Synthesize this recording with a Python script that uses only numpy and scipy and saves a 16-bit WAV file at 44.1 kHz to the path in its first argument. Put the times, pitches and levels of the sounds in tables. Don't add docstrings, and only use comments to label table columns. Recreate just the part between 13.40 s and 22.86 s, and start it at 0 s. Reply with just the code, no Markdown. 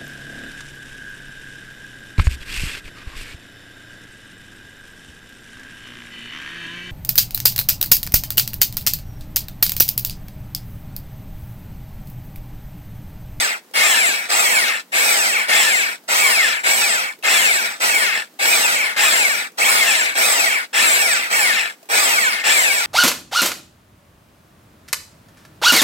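import sys
import numpy as np
from scipy import signal
from scipy.fft import rfft, irfft, next_fast_len
from scipy.io import wavfile
from scipy.ndimage import uniform_filter1d

SR = 44100
rng = np.random.default_rng(int(sys.argv[2]) if len(sys.argv) > 2 else 0)


def unload_audio(sound):
    columns = np.transpose(np.atleast_2d(sound))
    steps = np.round(np.clip(columns, -1, 1) * 32767)
    wavfile.write(sys.argv[1], SR, steps.astype(np.int16))


N = 417186

# press_s, release_s, tooth_rate_at_release_hz, braking_hz_per_s, braking_ease_hz_per_s2
TRIGGER_PULLS = [(-0.25, -0.152, 1240, 3448, 0), (0.338, 0.451, 1254, 3010, 800),
                 (0.889, 1.003, 1275, 2884, 0), (1.52, 1.653, 1310, 2750, 0), (2.078, 2.168, 1194, 2791, 0),
                 (2.68, 2.795, 1297, 2905, 330), (3.233, 3.321, 1166, 2804, 450),
                 (3.833, 3.94, 1234, 3175, 1300), (4.4, 4.46, 1022, 2702, 800),
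                 (4.991, 5.116, 1283, 3224, 1330), (5.563, 5.666, 1288, 3046, 450),
                 (6.174, 6.312, 1389, 2858, 0.5), (6.75, 6.857, 1300, 3033, 0),
                 (7.331, 7.445, 1372, 3120, 950), (7.9, 7.959, 972.3, 2620, 550.5),
                 (8.490, 8.595, 1271, 3014, 999), (9.037, 9.131, 1251, 2874, 503)]
# multiple_of_tooth_rate, level_db (before gear case and housing)
WHINE_PARTIALS = [(1, -2), (2, -4.5), (3, 0), (4, -5), (5, -2.5), (6, -1.5), (7, 0), (8, -6.5), (9, -1.5),
                  (10, -8), (11, -10), (12, 0.5), (13, -8.5), (14, 1)]
# frequency_hz, gain_db
GEAR_CASE = [(400, -6.5), (1000, -1.5), (1600, 6.5), (2700, 3), (3500, -3.5), (6300, -2), (7600, 1.5),
             (10000, -5)]
# frequency_hz, gain_db
BODY_COLOUR = [(35, -90), (60, -86), (222, -35), (363, -22.5), (492, -15.5), (862, -13.5), (1380, -6.5),
               (2000, -5.5), (2190, -1.5), (2840, -9), (5860, -6.5), (6900, -14), (7570, -1), (10500, -15),
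               (16000, -13)]
# centre_hz, width_hz, rise_db (negative dips)
RESONANCES = [(210, 38, 8.5), (685, 56, 7.5), (837, 140, 9), (1480, 79, 4), (1800, 70, 4.5),
              (2180, 170, 1.5), (2640, 320, 3), (3450, 76, 3), (5815, 270, -7.5), (7740, 51, 3),
              (7360, 66, 2.5), (9450, 380, 4), (11500, 500, 5), (13460, 100, -9)]
# frequency_hz, difference_db
PORT_DIFFERENCE = [(60, 5), (110, -20), (200, -1.5), (380, -2), (700, -1), (1290, -2.5), (2380, 11.5),
                   (4400, -2), (8120, 4), (15000, -4)]
# start_s, level_db (before ports and echoes), pitch_hz
TOOL_KNOCKS = [(0.282, -59, 797), (0.312, -42, 523), (2.638, -46, 676), (3.789, -43, 439.5),
               (3.826, -32, 2630), (4.939, -47, 636), (6.119, -45, 436), (8.429, -39.5, 660),
               (8.456, -45, 864)]
# frequency_hz, relative_density_db
SHOP_COLOUR = [(29, -59), (50, -68), (155, -7), (246, 0.5), (1910, -15.5), (2110, -18.5), (6870, -21.5),
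               (10900, -24.5), (12600, -22), (13800, -23), (16000, -22)]
# frequency_hz, gain_db
SHOP_OWN_COLOUR = [(300, -9.5), (2000, 4.5)]
BRUSH_COLOUR = [(500, 9.5), (4000, -3.5), (14000, 2)]
RATTLE_COLOUR = [(300, 9), (2000, -2.5), (12000, -9.5)]
GRIT_COLOUR = [(200, 18.5), (1000, 0.5), (4000, 0.5), (14000, -10.5)]

PINION_TEETH, ARMATURE_SLOTS, WHEEL_TEETH = 7, 12, 33
RUN_UP_S, SLACK_S = 0.075, 0.033
DRILL_RMS_DB, SHOP_RMS_DB = -19, -51
LEFT_LAG_SAMPLES = 13
ECHO_T60_S, SHOP_T60_S, SHOP_TAIL_DB = 0.039, 0.27, -26
ECHO_LOW_CUT_HZ, ECHO_DB, WHINE_ECHO_DB = 1204, 3, -4
ECHO_SETS, ECHO_SHIFTS_PER_S = 12, 14
HEADROOM, LOW_CUT_HZ, TOP_HZ = 0.95, 115, 15900


def undb(db):
    return 10 ** (np.asarray(db) / 20)


def unit(x):
    return x / np.sqrt(np.mean(x ** 2))


def shape(x, table, share=1):
    point_hz, point_db = np.transpose(table)
    size = next_fast_len(N)
    f = np.arange(size // 2 + 1) * SR / size + 1
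    gain_db = np.interp(np.log(f), np.log(point_hz), point_db)
    return irfft(rfft(x, size) * undb(share * gain_db), size)[..., :N]


def per_turn(turns, spread_db):
    count = int(turns[-1]) + 2
    values = rng.standard_normal(count)
    return undb(spread_db * np.interp(turns, np.arange(count), values))


def loud(hz, knee_hz, power):
    return (hz / (hz + knee_hz)) ** power


def shop():
    both = rng.standard_normal(N)
    own = shape(rng.standard_normal((2, N)), SHOP_OWN_COLOUR)
    return undb(SHOP_RMS_DB) * unit(shape(both + own, SHOP_COLOUR))


def echoes(x):
    t = np.arange(SR // 4) / SR
    metal = np.exp(-np.log(1000) * t / ECHO_T60_S)
    walls = undb(SHOP_TAIL_DB) * np.exp(-np.log(1000) * t / SHOP_T60_S)
    tails = rng.standard_normal((ECHO_SETS, 2, len(t))) * (metal + walls)
    tails = signal.lfilter(*signal.butter(4, ECHO_LOW_CUT_HZ, "high", fs=SR), tails)
    place = np.arange(N) / SR * ECHO_SHIFTS_PER_S
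    wet = 0
    for k, tail in enumerate(tails):
        distance = np.abs((place - k + ECHO_SETS / 2) % ECHO_SETS - ECHO_SETS / 2)
        share = np.cos(np.pi / 2 * np.clip(distance, 0, 1))
        even_tail = tail / np.sqrt(np.sum(tail ** 2) / 2)
        wet = wet + signal.oaconvolve((x * share)[None], even_tail, axes=1)
    return undb(ECHO_DB) * wet[:, :N]


def knocks():
    out, t = np.zeros(N), np.arange(1500) / SR
    for start_s, level_db, pitch_hz in TOOL_KNOCKS:
        strike = 0.83 * rng.standard_normal(len(t)) * np.exp(-t / 0.0025)
        ring = np.sin(2 * np.pi * pitch_hz * t) + strike
        first = int(start_s * SR)
        out[first:first + len(t)] += undb(level_db) * ring * np.exp(-t / 0.0085)
    return out


def housing(x):
    x = shape(x, BODY_COLOUR)
    rung = x
    for centre_hz, width_hz, rise_db in RESONANCES:
        peak = signal.iirpeak(centre_hz, centre_hz / width_hz, SR)
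        rung = rung + (undb(rise_db) - 1) * signal.lfilter(*peak, x)
    return rung


def brushes(hz, teeth):
    hiss = rng.standard_normal(N) * per_turn(teeth / PINION_TEETH, 0.67)
    return undb(12.0) * loud(hz, 770, 2.02) * shape(hiss, BRUSH_COLOUR)


def rattle(teeth, torque):
    contact = per_turn(teeth, 3.3) * rng.standard_normal(N)
    return undb(8.0) * torque ** 0.35 * shape(contact, RATTLE_COLOUR)


def stones(hz, teeth):
    tooth_pulse = 1 + 0.51 * np.cos(2 * np.pi * teeth)
    grit = rng.standard_normal(N) * per_turn(teeth * 3, 4.1) * tooth_pulse
    swell = per_turn(teeth / WHEEL_TEETH * 2.8, 1.23) * per_turn(teeth / PINION_TEETH, 1.0)
    return undb(7) * loud(hz, 330, 1.81) * swell * shape(grit, GRIT_COLOUR)


def whine(hz, teeth):
    run_out = 0.06 * np.sin(2 * np.pi * teeth / PINION_TEETH)
    angle = 2 * np.pi * teeth + run_out
    tones = np.zeros(N)
    for multiple, level_db in WHINE_PARTIALS:
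        drift = per_turn(teeth / WHEEL_TEETH, 2.65)
        phase = rng.uniform(0, 2 * np.pi)
        tones += undb(level_db) * drift * np.sin(round(multiple) * angle + phase)
    slots = undb(-12) * np.sin(2 * np.pi * teeth * ARMATURE_SLOTS / PINION_TEETH)
    return undb(2) * shape(loud(hz, 200, 3.23) * (tones + slots), GEAR_CASE)


def motor():
    t = np.arange(N) / SR
    hz, torque = np.zeros(N), np.zeros(N)
    for press_s, release_s, top_hz, brake, ease in TRIGGER_PULLS:
        now = t >= press_s
        pressed = t[now] < release_s
        since = t[now] - press_s
        coast = np.maximum(t[now] - release_s, 0)
        start_hz = hz[np.argmax(now)]
        run_up = np.expm1(-since / RUN_UP_S) / np.expm1(-(release_s - press_s) / RUN_UP_S)
        rise = start_hz + (top_hz - start_hz) * run_up
        fall = np.minimum.accumulate(top_hz - brake * coast + ease * coast ** 2)
        hz[now] = np.where(pressed, rise, np.maximum(fall, 0))
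        torque[now] = pressed * -np.expm1(-since / SLACK_S) * np.exp(-since / RUN_UP_S)
    return hz, np.abs(uniform_filter1d(torque, size=200))


def scene():
    hz, torque = motor()
    teeth = np.cumsum(hz) / SR
    friction = rattle(teeth, torque) + stones(hz, teeth) + brushes(hz, teeth)
    tone, noise = housing(np.array([whine(hz, teeth), friction]))
    gain = undb(DRILL_RMS_DB) / np.std(tone + noise)
    tone, noise = gain * tone, gain * noise + knocks()
    right = tone + noise
    left = np.concatenate([np.zeros(LEFT_LAG_SAMPLES), right[:-LEFT_LAG_SAMPLES]])
    direct = np.array([shape(left, PORT_DIFFERENCE, share=1 / 2), shape(right, PORT_DIFFERENCE, share=-1 / 2)])
    return direct + echoes(noise + undb(WHINE_ECHO_DB) * tone) + shop()


def record(dry):
    soft = HEADROOM * np.tanh(dry / HEADROOM)
    low_cut = signal.butter(3, LOW_CUT_HZ, "high", fs=SR, output="sos")
    top_cut = signal.ellip(10, 0.2, 80, TOP_HZ, fs=SR, output="sos")
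    return signal.sosfilt(top_cut, signal.sosfilt(low_cut, soft))


dry = scene()
out = record(dry)
unload_audio(out)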